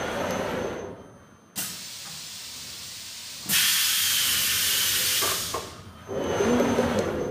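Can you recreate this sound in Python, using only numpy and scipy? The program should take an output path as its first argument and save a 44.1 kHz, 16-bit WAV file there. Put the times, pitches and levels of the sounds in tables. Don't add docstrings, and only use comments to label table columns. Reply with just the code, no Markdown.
import sys
import numpy as np
from scipy import signal
from scipy.fft import rfft, irfft
from scipy.io import wavfile
from scipy.ndimage import uniform_filter1d

SR = 44100
rng = np.random.default_rng(int(sys.argv[2]) if len(sys.argv) > 2 else 0)


def field_ratio(decibels):
    return 10 ** (np.asarray(decibels, dtype=float) / 20)


def output_pcm(signal):
    pcm = np.clip(np.atleast_2d(signal).T, -1, 1) * 32767
    wavfile.write(sys.argv[1], SR, np.round(pcm).astype(np.int16))


N = 321930
T = np.arange(N) / SR

# start, cruise from, cruise to and stop in seconds, motor tone in Hz.
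MOVES = [
    (-1.0, -0.5, 0.48, 0.97, 206),
    (6.062, 6.5, 6.93, 7.4, 242),
]
# level in dB, frame ringing in dB.
MOVE_DB = [
    (-2.5, -9.5),
    (-1.3, 0),
]
SPEED_LAYERS = {"rumble": (-28, 9.5, 2.5, 53), "rattle": (-33.5, 23, 3, 91), "hiss": (-53, 40, 4, 140),
                "shake": (-40.5, 9, -7, 64), "sidebands": (-67.5, 19, 13, 72)}
# Hz, dB per Hz.
RUMBLE = [(82, -66), (140, -6), (237, -0.5), (307, -10), (393, -3.5), (430, -8), (494, -1.5), (803, -14),
          (941, -14), (1500, -42), (1950, -34), (3300, -120)]
# Hz, dB per Hz.
RATTLE = [(530, -2), (900, -2.5), (1130, -4), (1400, -0.5), (2690, -11), (2940, -10), (4470, -21.5),
          (4920, -35), (6000, -23), (7800, -43), (13200, -120)]
# Hz, dB per Hz.
SEAL_HISS = [(2500, -12), (4500, -1.5), (7000, -3), (10000, 0), (13000, -9), (15300, -7.5)]
# Hz, dB per Hz.
FLOOR_SHAKE = [(30, -30), (50, 8), (65, 3), (86, 8.5), (110, 13), (150, -31), (200, -45)]
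# Hz, width in Hz, dB.
FRAME = [(94, 36, 17), (182, 12, 7), (278.7, 4.5, 15.5), (402, 6.3, 6), (490, 18, -15), (520, 9.8, -11),
         (638, 7.9, 3), (1045, 42, -42), (1140, 32, -32)]
# Hz, width in Hz, dB.
GROAN = [(354, 290, -1), (492, 80, -11)]
# seconds, dB.
MOTOR_LOAD = [(6.2, -14), (6.43, 0), (6.47, 6), (6.57, 8), (6.62, 3), (6.72, 2.5), (6.8, 2), (6.91, 0.5),
              (6.95, -5), (7.0, -14)]
# seconds, dB.
WHINE_SWELLS = [(0.015, -50.5), (.07, -57), (.12, -57), (.165, -61), (.21, -55), (.268, -56), (.33, -47.5),
                (.375, -53), (.43, -59), (.49, -64), (.6, -59), (.64, -56), (.68, -57), (.75, -62),
                (0.801, -58), (.85, -64), (6.07, -63), (6.11, -60.5), (6.16, -59), (6.25, -54.5),
                (6.3, -50.5), (6.36, -50), (6.4, -45.5), (6.44, -45), (6.49, -50), (6.54, -50),
                (6.628, -48.5), (6.698, -47.5), (6.73, -51), (6.804, -52.5), (6.85, -54), (6.92, -58),
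                (7.01, -57), (7.05, -56), (7.08, -62), (7.19, -64), (7.22, -58), (7.255, -57.5)]
# multiple of the switching tone, dB.
STANDSTILL = [(1, -74), (3, -73)]
# seconds, knock in dB, tick in dB, tick in Hz.
LINKS = [
    (.307, -41, -29, 10900),
    (6.24, -28, -39, 8500),
    (6.393, -23, -49, 7500),
    (6.598, -11.5, -34, 12400),
    (6.783, -14, -33, 9000),
    (6.988, -20, -27.5, 6300),
]
# Hz, dB per Hz.
LEAK_AIR = [(410, -27), (700, -10), (839, -16), (930, -6), (1240, -13.5), (1520, -6.5), (1620, -8.5),
            (1770, -6.5), (4380, 2.5), (8670, -3.5), (10700, -9.5), (13100, -21), (15300, -2.5)]
# Hz, dB per Hz.
PUFF_AIR = [(880, -12), (1500, -4.5), (2010, -2), (2190, -15), (3020, 0), (3630, -6), (8970, 2),
            (15300, -2.5)]
# seconds, peak dB, rise in seconds.
PUFFS = [
    (1.557, -42, .002),
    (1.574, -29, 0.0046),
    (3.486, -28, 0.0076),
]
# Hz, dB per Hz.
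JET_AIR = [(2060, -20), (3500, -3.5), (4090, -5.5), (6630, -4), (7860, -8), (9150, -7.5), (10500, -17),
           (13600, -35), (22000, -120)]
# Hz, dB per Hz.
ROAR_AIR = [(470, -57), (800, -14), (1410, -1.5), (1530, 3.5), (1620, 0), (1770, 1.5), (1920, -0.5),
            (2520, 0.5), (3110, 5), (3900, -4), (6000, -10.5), (7800, -48), (13200, -120)]
# Hz, dB per Hz.
NOZZLE_AIR = [(7000, -13.5), (9300, -1), (10500, 0), (12000, -2), (14000, -2), (15400, -4.5)]
# Hz, width in Hz, dB.
PIPES = [(1606, 150, -26), (1765, 36, 4), (2670, 47, -19), (3230, 69, 6), (4600, 120, 6)]
# seconds, Hz, dB.
MUFFLER = [(3.52, 3150, -14), (3.62, 3210, -7), (3.78, 3396, -10), (3.92, 3200, -1), (4.05, 3156, -5),
           (4.17, 3147, -1), (4.26, 3004, -1.5), (4.48, 3020, -4), (4.58, 3050, -9), (4.73, 2930, -2),
           (4.801, 3014, -4), (4.95, 2975, -8), (5.06, 2970, -16), (5.15, 2950, -3), (5.25, 3000, -15),
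           (5.4, 3020, -32)]
# seconds, thud in dB, body in dB, clank in dB,
# 60 dB decay in seconds.
STOPS = [(.296, -47, -64, -60, 0.098), (1.559, -38.5, -50, -56, 0.18), (1.575, -35.5, -38.5, -48, 0.19),
         (2.049, -48, -47, -42, 0.26), (2.075, -48, -55, -60, 0.18), (3.456, -41, -51, -60, 0.31),
         (3.478, -52, -48, -60, 0.17), (3.492, -37.5, -37, -56, 0.2), (5.216, -55, -28, -24.5, 0.18),
         (5.233, -53, -27, -33, 0.18), (5.272, -59, -50, -30, 0.17), (5.316, -50, -29, -29, 0.06),
         (5.532, -46, -31, -33, 0.075), (5.539, -44, -25.5, -35, 0.1), (5.56, -61, -32, -45, 0.13),
         (6.072, -59, -65, -54, 2.2), (6.15, -62, -42.5, -67, 3.1)]
# Hz, width in Hz, dB.
STOP_BODIES = [
    [(170, 82, 2), (280, 93, -2.5), (323, 28, -28)],
    [(418, 180, -5.5), (586, 150, -7.5), (705, 260, -9)],
    [(1114, 220, 5.5), (1360, 640, 1), (2030, 180, -9)],
]
# seconds, dB.
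SLIDING = [(4.1, -66), (4.4, -54.5), (4.8, -46.5), (5.2, -46.5)]
# Hz, width in Hz, dB.
RAIL_HUM = [(361, 10, 2), (423, 21, -1), (514, 5.8, 4)]
# seconds,
# Hz, dB, rise in seconds, decay in seconds.
RINGS = [(.03, 522, -21.5, 0.0063, 0.11), (.145, 571, -25, 0.014, 0.34), (.2, 605, -27, 0.037, 0.55),
         (0.269, 184, -24.5, 0.031, 0.36), (0.331, 542, -41, 0.0091, 0.15), (.47, 490, -28.5, 0.022, 0.26),
         (0.567, 502, -24.5, 0.0065, 0.26), (0.641, 402, -20, 0.0072, 0.11), (.02, 3300, -34, 0.095, 0.53),
         (1.575, 186, -29, 0.0012, 0.23), (1.59, 2760, -27, .002, .04), (2.055, 1246, -43, .006, 0.14),
         (2.062, 1910, -49, 0.0069, 0.23), (2.076, 180, -39, .003, 0.061),
         (2.093, 160, -37.5, 0.0044, 0.19), (2.13, 170, -42, 0.0033, .06), (3.477, 211, -34, 0.0027, 0.07),
         (3.492, 217, -29.5, 0.003, 0.18), (3.516, 173, -27, 0.0041, 0.12),
         (3.53, 1830, -21.5, 0.0058, 0.11), (5.217, 1123, -24, .005, .1), (5.224, 378, -29, 0.0039, 0.17),
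         (5.233, 1185, -26, .004, 0.094), (5.272, 1180, -27, .004, 0.089),
         (5.314, 1090, -23.5, 0.0025, 0.073), (5.54, 1072, -15.5, 0.006, 0.059),
         (5.544, 458, -23, .004, 0.079), (5.556, 452, -23.5, 0.0036, 0.14), (5.552, 1180, -29, .004, 0.065),
         (6.211, 530, -24, 0.0069, 0.24), (6.395, 401.3, -13, .02, 0.26), (6.47, 480, -28, 0.022, 0.34),
         (6.783, 513, -14.5, 0.0081, 0.16), (6.9, 501, -24, .004, .1), (6.945, 210, -21, .015, 0.27),
         (6.966, 510, -17, 0.0038, 0.12), (7.015, 459, -20.5, 0.0065, .15),
         (7.211, 417, -17.5, 0.0082, 0.14)]
# seconds, Hz, dB, decay in seconds.
JOLTS = [(.297, 522, -22, .12), (.358, 522, -29, .12), (.432, 603, -30, 0.11), (.52, 2960, -44, .3),
         (.831, 394, -32, 0.1), (1.577, 760, -35, 0.1), (1.576, 1100, -36, 0.014), (1.578, 299, -33, .1),
         (1.6, 330, -35, .08), (1.641, 1264, -39, .12), (1.69, 182, -37.5, .3), (1.78, 185, -44, .25),
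         (2.052, 1010, -44, 0.089), (2.058, 1510, -43, .08), (2.07, 815, -42, 0.18),
         (6.986, 3000, -31, .02), (6.987, 4200, -28, .02), (6.55, 3270, -38, .3), (6.92, 3320, -38, .25),
         (1.586, 3100, -30, .03), (1.593, 700, -34, 0.044), (1.603, 3060, -32, 0.054),
         (1.62, 1470, -32, .04), (3.54, 2600, -23, .3), (3.571, 3210, -27, 0.28), (6.086, 468, -35, .1),
         (6.101, 423, -36, 0.17), (6.121, 404, -29, .2), (6.165, 530, -22, .2), (6.289, 415, -28, .12),
         (6.499, 486.3, -21, 0.28), (6.629, 973, -29, .4), (7.08, 396, -21, 0.14), (7.177, 455, -38, .1),
         (7.224, 380, -24, 0.066)]
# Hz, dB per Hz.
SHOP_LOW = [(15, -49), (25, -18), (43, 0), (91, 14), (151, 5.5), (238, 3), (320, -5), (350, -29),
            (460, -39), (770, -120)]
# Hz, dB per Hz.
SHOP_MID = [(130, 1), (220, 5.5), (314, -2.5), (638, -1.5), (818, -9), (1210, -1.5), (2500, -20),
            (4000, -22.5), (4910, -28), (6410, -32), (6760, -37), (9310, -28), (10400, -36), (15300, -32)]
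# seconds, dB.
ACTIVITY = [(0.9, 2), (1.05, 2), (1.31, 0), (1.56, -2), (1.75, 4.5), (1.9, -5), (2.05, -1), (2.3, -2.5),
            (2.5, -1.5), (2.75, 4), (3.0, -3), (3.25, -5.5), (3.5, 7.5), (3.7, 0), (3.95, 3), (4.3, 12.5),
            (5.1, 9), (5.27, 15), (5.45, 12), (5.8, 8.5), (5.95, 7), (6.05, 4), (6.3, 14)]
# dB, share of the activity swing.
SHOP_LAYERS = [
    (-57.5, 0.69),
    (-55, 0.59),
    (-60.5, 1.84),
]
# seconds, gain in dB.
LOW_SWELL = [(1.15, 4), (1.35, -3), (1.5, -17), (1.8, 0.5), (3.9, 4), (5.7, 6), (7.3, 8)]
# Hz, seconds to fall 60 dB.
HALL_T60 = [(100, 1.3), (1000, 0.56), (3000, 1.1), (6000, 0.65), (15000, 0.11)]
# seconds, from Hz, to Hz.
SPLITS = [(.805, 13000, 14450), (1.838, 6900, 8270), (1.858, 5170, 7580), (2.275, 5170, 6900),
          (2.275, 11020, 13090), (2.987, 13090, 15160), (3.735, 5510, 6900), (3.735, 7580, 9650),
          (3.85, 4480, 5680), (3.85, 8960, 11020), (3.85, 11710, 14470), (4.13, 6900, 8960),
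          (4.828, 6900, 8270), (4.893, 5510, 6900), (4.893, 7580, 8960), (5.152, 11020, 12400),
          (5.43, 8270, 9650), (5.94, 11020, 12400), (6.52, 6200, 7580), (6.52, 11710, 13090),
          (6.545, 7580, 8960)]

SWITCHING_HZ = 3125
LEAK_OPEN_S, LEAK_END_S = 1.557, 3.6
BLAST_OPEN_S, BLAST_SHUT_S = 3.488, 5.183
BRAKE_OFF_S = 5.93


def rms_one(x):
    return x / np.sqrt(np.mean(x ** 2) + 1e-20)


def over_time(table):
    return np.interp(T, *np.transpose(table))


def only_during(table):
    first, last = table[0][0], table[-1][0]
    return over_time([(first - .004, -120), *table, (last + .06, -120)])


def at_hz(points, hz):
    point_hz, value = np.transpose(points)
    return np.interp(np.log(hz + 1), np.log(point_hz), value)


def drift(rate):
    r = np.exp(-80 * np.pi * rate / SR)
    slow = signal.lfilter([1], [1, -2 * r, r * r], rng.standard_normal(N // 40 + 2002))[2000:]
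    return np.interp(np.arange(N) / 40, np.arange(len(slow)), rms_one(slow))


def coloured(spectrum, patchy_db, rate, source=None):
    hz = np.fft.rfftfreq(N, 1 / SR)
    source = rng.standard_normal(N) if source is None else source
    shaped = rfft(source) * field_ratio(at_hz(spectrum, hz))
    out, together = 0, drift(rate)
    lowest, highest = np.log2(spectrum[0][0]), np.log2(spectrum[-1][0])
    for octave in np.arange(np.floor(lowest), highest + 1):
        band = np.clip(1 - abs(np.log2(hz + 1) - octave), 0, 1)
        out = out + irfft(shaped * band, N) * field_ratio(patchy_db * (0.39 * together + drift(rate)))
    return rms_one(out)


def resonate(x, hz, width):
    r = np.exp(-np.pi * width / SR)
    top = (1 - r * r) / 2
    return signal.lfilter([top, 0, -top], [1, -2 * r * np.cos(2 * np.pi * hz / SR), r * r], x)


def decay_after(s, rise, t60):
    return np.clip((T - s) / rise, 0, 1) * field_ratio(-60 * np.abs(T - s) / t60)


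def vent(opens, rise, shuts, fall, steepen):
    after = np.clip(T - shuts, 0, None)
    return 20 * np.log10(np.clip((T - opens) / rise, 1e-6, 1)) - fall * after - steepen * after ** 2


def follows_speed():
    share, tone_hz, gain_db, frame_db, pulling = 0, 0, 0, 0, 0
    for (start, cruise, brake, stop, hz), (db, ring_db) in zip(MOVES, MOVE_DB):
        ramp = np.interp(T, [start, cruise, brake, stop], [0, 1, 1, 0])
        share = share + ramp
        tone_hz = tone_hz + hz * ramp
        breaking_free = vent(start, .05, 99, 0, 0)
        gain_db = np.where(T > start, db + breaking_free, gain_db)
        frame_db = np.where(T > start, ring_db, frame_db)
        pulling = pulling + np.interp(T, [start, cruise - .05, cruise + 0.02], [1, 1, 0], left=0)
    levels = {"frame": frame_db}
    for name, (db, law, pull_db, fall) in SPEED_LAYERS.items():
        speed_db = np.where(share > .002, law * np.log10(share + .002), -90)
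        level = db + gain_db + pull_db * pulling + speed_db
        levels[name] = np.maximum.accumulate(level + fall * T) - fall * T
    brake_db = -51.5 + vent(BRAKE_OFF_S, 0.061, BRAKE_OFF_S + .25, 100, 0)
    levels["rattle"] = np.maximum(levels["rattle"], brake_db)
    changing = uniform_filter1d(1.0 * (abs(np.gradient(share)) > 1e-9), int(0.14 * SR))
    groan_db = -32.5 + gain_db + 1.3 * frame_db + 5.3 * np.log10(share + 1e-3)
    levels["groan"] = groan_db + 20 * np.log10(np.abs(changing) + 1e-6)
    return tone_hz, levels


def gantry():
    _, levels = follows_speed()
    hits = rng.random(N) < 900 / SR
    sizes = field_ratio(2.3 * np.minimum(rng.exponential(1, N), 4))
    bumps = rms_one(hits * sizes * rng.choice([-1, 1], N)) + 2.5 * rng.standard_normal(N)
    frame = 0
    for hz, width, db in FRAME:
        frame = frame + field_ratio(db + 1.5 * drift(2.1)) * resonate(bumps, hz, width) / np.sqrt(width)
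    groan = sum(field_ratio(db) * resonate(resonate(bumps, hz, width), hz, width) for hz, width, db in GROAN)
    rumble = coloured(RUMBLE, 0.54, 5.6, bumps) + 0.48 * field_ratio(levels["frame"]) * rms_one(frame)
    out = field_ratio(levels["groan"]) * rms_one(groan)
    out += field_ratio(levels["rumble"] - 2.5) * rumble
    out += field_ratio(levels["rattle"] + 1) * coloured(RATTLE, 0.6, 5.6, bumps)
    out += field_ratio(levels["shake"]) * coloured(FLOOR_SHAKE, 1.9, 10)
    return out + field_ratio(levels["hiss"] + 4.5) * coloured(SEAL_HISS, 1.2, 5.5, bumps)


def drive():
    tone_hz, levels = follows_speed()
    slowing = np.gradient(tone_hz) < 0
    speeding = np.gradient(tone_hz) > 0
    turn = 2 * np.pi * np.cumsum(tone_hz + 3.99 * drift(9.73)) / SR
    carrier = 2 * np.pi * SWITCHING_HZ * T

    frame_peak_db = np.maximum(-((tone_hz - 235) / 9.3) ** 2, -40)
    tone_db = -28.5 + 2.8 * np.minimum(levels["frame"], 0) + frame_peak_db
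    tone_db = tone_db + over_time(MOTOR_LOAD) + 1.2 * drift(1.1)
    harmonics = ((1, 1), (2, 0.45), (3, 0.089), (4, 0.087))
    out = field_ratio(tone_db) * sum(size * np.sin(k * turn) for k, size in harmonics)

    side_db = levels["sidebands"] - 0.6 * levels["frame"]
    braking = np.where(slowing, np.clip(tone_hz / 200, 0, 1) ** 5, 1)
    lower = 2 * np.pi * np.cumsum(np.minimum(1.08 * tone_hz, 222) + 3 * drift(12)) / SR
    lower_db = side_db + np.interp(T, [3, 6.45, 6.7], [15, 14, 8]) + 2.5 * drift(6)
    out += field_ratio(lower_db) * braking * np.sin(carrier - lower)
    for order, db in ((.8, 4), (1.8, 6)):
        with_speed = np.clip(tone_hz / 220, 0, 1) ** (3 * order - 2)
        out += field_ratio(side_db + db + 2.3 * drift(10)) * with_speed * braking * np.sin(carrier + order * turn)

    flutter = np.sin(2 * np.pi * 17 * T + 3 * np.sin(2 * np.pi * 2.3 * T))
    swells = np.max([db - 234 * abs(T - s) for s, db in WHINE_SWELLS], axis=0)
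    whine_db = np.maximum(swells, -74.5 + vent(0.95, 0.03, LEAK_OPEN_S, 100, 0))
    whine_db = whine_db + 10 + 0.59 * np.roll(flutter, 9000)
    out += field_ratio(whine_db) * np.sin(2 * carrier + 0.42 * drift(11))

    law = np.where(speeding, .4, 1.6)
    out += np.clip(tone_hz / 215, 0, 1) ** law * field_ratio(-60 + 4.3 * drift(18)) * np.sin(4 * carrier)

    hold_db = sum(db * np.exp(-((T - s) / .2) ** 2) for s, db in ((1.04, 9), (5.97, 14)))
    holding = np.clip(1 - tone_hz / 90, 0, 1) * field_ratio(hold_db)
    for k, db in STANDSTILL:
        out += holding ** (1 / k) * field_ratio(db + 2.8 * drift(7.8)) * np.sin(k * carrier)
    return out


def chain():
    out, white = np.zeros(N), rng.standard_normal(N)
    bright = signal.sosfilt(signal.butter(2, [1500, 8000], "band", fs=SR, output="sos"), white)
    modes = ((200, 0.1), (410, 0.91), (560, 0.91))   # Hz, share
    for s, knock_db, tick_db, tick_hz in LINKS:
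        hollow = sum(share * np.sin(2 * np.pi * hz * (T - s)) for hz, share in modes)
        tick = 2.5 * bright + 3.3 * resonate(white, tick_hz, 900)
        out += field_ratio(knock_db) * decay_after(s, 0.0033, 0.078) * hollow
        out += field_ratio(tick_db) * decay_after(s, 0.0012, 0.016) * tick
    return out


def blast_part(rise, db, surge_db, fall, steepen):
    since = np.clip(T - BLAST_OPEN_S, 0, None)
    level = db + surge_db * np.exp(-(since / 0.16) ** 2 / 2) - 0.37 * since
    level += 1.5 * vent(BLAST_OPEN_S, rise, 99, 0, 0) + vent(0, 1, BLAST_SHUT_S, fall, steepen)
    return np.maximum(level, -69 + vent(BLAST_OPEN_S, rise, 7.5, 100, 0))


def leak():
    flowing_db = vent(LEAK_OPEN_S, .003, LEAK_END_S, 300, 0)
    puff = field_ratio(-53 + flowing_db)
    for s, db, rise in PUFFS:
        puff = puff + field_ratio(db + vent(s, rise, s + rise, fall=71, steepen=360))
    steady = field_ratio(-38.6 + flowing_db) * coloured(LEAK_AIR, 0.057, 5.6)
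    return steady + field_ratio(0.5) * puff * coloured(PUFF_AIR, 0.41, 12)


def blast():
    jet_db = blast_part(.045, db=-28.5, surge_db=2.5, fall=-0.5, steepen=78)
    roar_db = blast_part(.068, db=-28.5, surge_db=6.5, fall=50, steepen=-3)
    nozzle_db = blast_part(.012, db=-30, surge_db=2, fall=5, steepen=108)
    white = rng.standard_normal(N)
    pipes = sum(field_ratio(db + 1.6 * drift(3.8)) * resonate(white, hz, width) for hz, width, db in PIPES)
    s, muffler_hz, muffler_db = np.transpose(MUFFLER)
    centre = 2 * np.pi * np.cumsum(np.interp(T, s, muffler_hz) + 25 * drift(4)) / SR
    muffler = drift(90) * np.cos(centre) + drift(90) * np.sin(centre)
    roar = coloured(ROAR_AIR, 0.15, 4.7) + 0.27 * rms_one(pipes)
    roar += field_ratio(np.interp(T, s, muffler_db)) * muffler
    out = field_ratio(nozzle_db + 2.5) * coloured(NOZZLE_AIR, 0.52, 17)
    out += field_ratio(jet_db) * coloured(JET_AIR, 0.28, 25)
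    return out + field_ratio(roar_db - 2.5) * roar


def stops():
    chatter, out = rng.standard_normal(N) * field_ratio(2.6 * drift(98)), np.zeros(N)
    bodies = []
    for body in STOP_BODIES:
        modes = [field_ratio(db) * resonate(resonate(chatter, hz, w), hz, 2 * w) for hz, w, db in body]
        bodies.append(rms_one(sum(modes)))
    base, cover, rack_body = bodies
    for s, thud_db, body_db, clank_db, t60 in STOPS:
        blow = field_ratio(thud_db) * base + field_ratio(body_db) * cover + field_ratio(clank_db) * rack_body
        out += decay_after(s, 0.0031, t60) * blow
    return out


def rack():
    white = rng.standard_normal(N)
    hum = sum(field_ratio(db) * resonate(white, hz, width) for hz, width, db in RAIL_HUM)
    return field_ratio(only_during(SLIDING)) * rms_one(hum)


def rings():
    song_db = only_during([(5.6, -78), (5.8, -55), (5.9, -69), (5.98, -56), (6.06, -53), (6.2, -68)])
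    out = field_ratio(song_db) * rms_one(resonate(rng.standard_normal(N), 1236, 11))
    jolts = [(s, hz, db, 0.064 * t60, t60) for s, hz, db, t60 in JOLTS]
    for s, hz, db, rise, t60 in RINGS + jolts:
        out += field_ratio(db) * decay_after(s, rise, t60) * np.sin(2 * np.pi * hz * (T - s))
    return out


def shop():
    activity_db = over_time(ACTIVITY)
    low_db, mid_db, panel_db = (db + share * activity_db for db, share in SHOP_LAYERS)
    panel = rms_one(resonate(resonate(rng.standard_normal(N), 1210, 78), 1350, 200))
    out = field_ratio(low_db + over_time(LOW_SWELL)) * coloured(SHOP_LOW, 0.8, 2.6)
    out += field_ratio(mid_db + 1.5) * coloured(SHOP_MID, 1.4, 7)
    return out + field_ratio(panel_db - 14.5) * panel


def nearby_walls(x):
    t, out = T[:SR // 3], 0
    for place in range(3):
        echo = rng.standard_normal(len(t)) * field_ratio(-60 * t / 0.077) * (t > .002)
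        weight = np.sqrt(2 / 3) * np.cos(2 * np.pi * (1.4 * T + place / 3))
        out = out + signal.fftconvolve(x * weight, echo / np.sqrt(np.sum(echo ** 2)))[:N]
    return signal.sosfilt(signal.butter(1, 600, "high", fs=SR, output="sos"), out)


def hall(x):
    t, tail = T[:SR], 0
    for hz in 63 * 2 ** np.arange(8):
        octave = signal.butter(2, [hz / 1.42, hz * 1.42], "band", fs=SR, output="sos")
        noise = signal.sosfilt(octave, rng.standard_normal(SR))
        tail = tail + noise * field_ratio(-60 * t / at_hz(HALL_T60, hz))
    tail = tail * np.clip((t - .004) / 0.0086, 0, 1)
    return signal.fftconvolve(x, tail / np.sqrt(np.sum(tail ** 2)))[:N]


def scene():
    links, blows, ringing = chain(), stops(), rings()
    jets = leak() + blast()
    steady = gantry() + jets + shop() + rack()
    mono = ringing + field_ratio(-0.37) * steady + field_ratio(-7) * nearby_walls(steady)
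    mono += drive() + links + blows
    mono += field_ratio(-6.5) * hall(blows + 0.66 * ringing + 0.5 * links + 0.66 * jets)
    return np.stack([mono, mono])


def split_bands(mono):
    side, later = np.zeros(N), np.roll(mono, 700)
    for s, low_hz, high_hz in SPLITS:
        at = slice(round(s * SR) - 1024, round(s * SR) + 1024)
        band = signal.butter(6, [low_hz, high_hz], "band", fs=SR, output="sos")
        side[at] += np.hanning(2048) * signal.sosfilt(band, later[at])
    return field_ratio(-2) * side


def top_cut(x):
    return signal.sosfilt(signal.butter(12, 15500, fs=SR, output="sos"), x)


def record(dry):
    x = dry - 0.5 * resonate(dry, 10490, 1320)
    x = signal.sosfilt(signal.butter(2, 45, "high", fs=SR, output="sos"), x)
    x = signal.sosfilt(signal.ellip(12, .5, 80, 15270, fs=SR, output="sos"), x)
    mix = x + split_bands(x[0]) * [[1], [-1]]
    return top_cut(mix)


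dry = scene()
out = record(dry)
output_pcm(out)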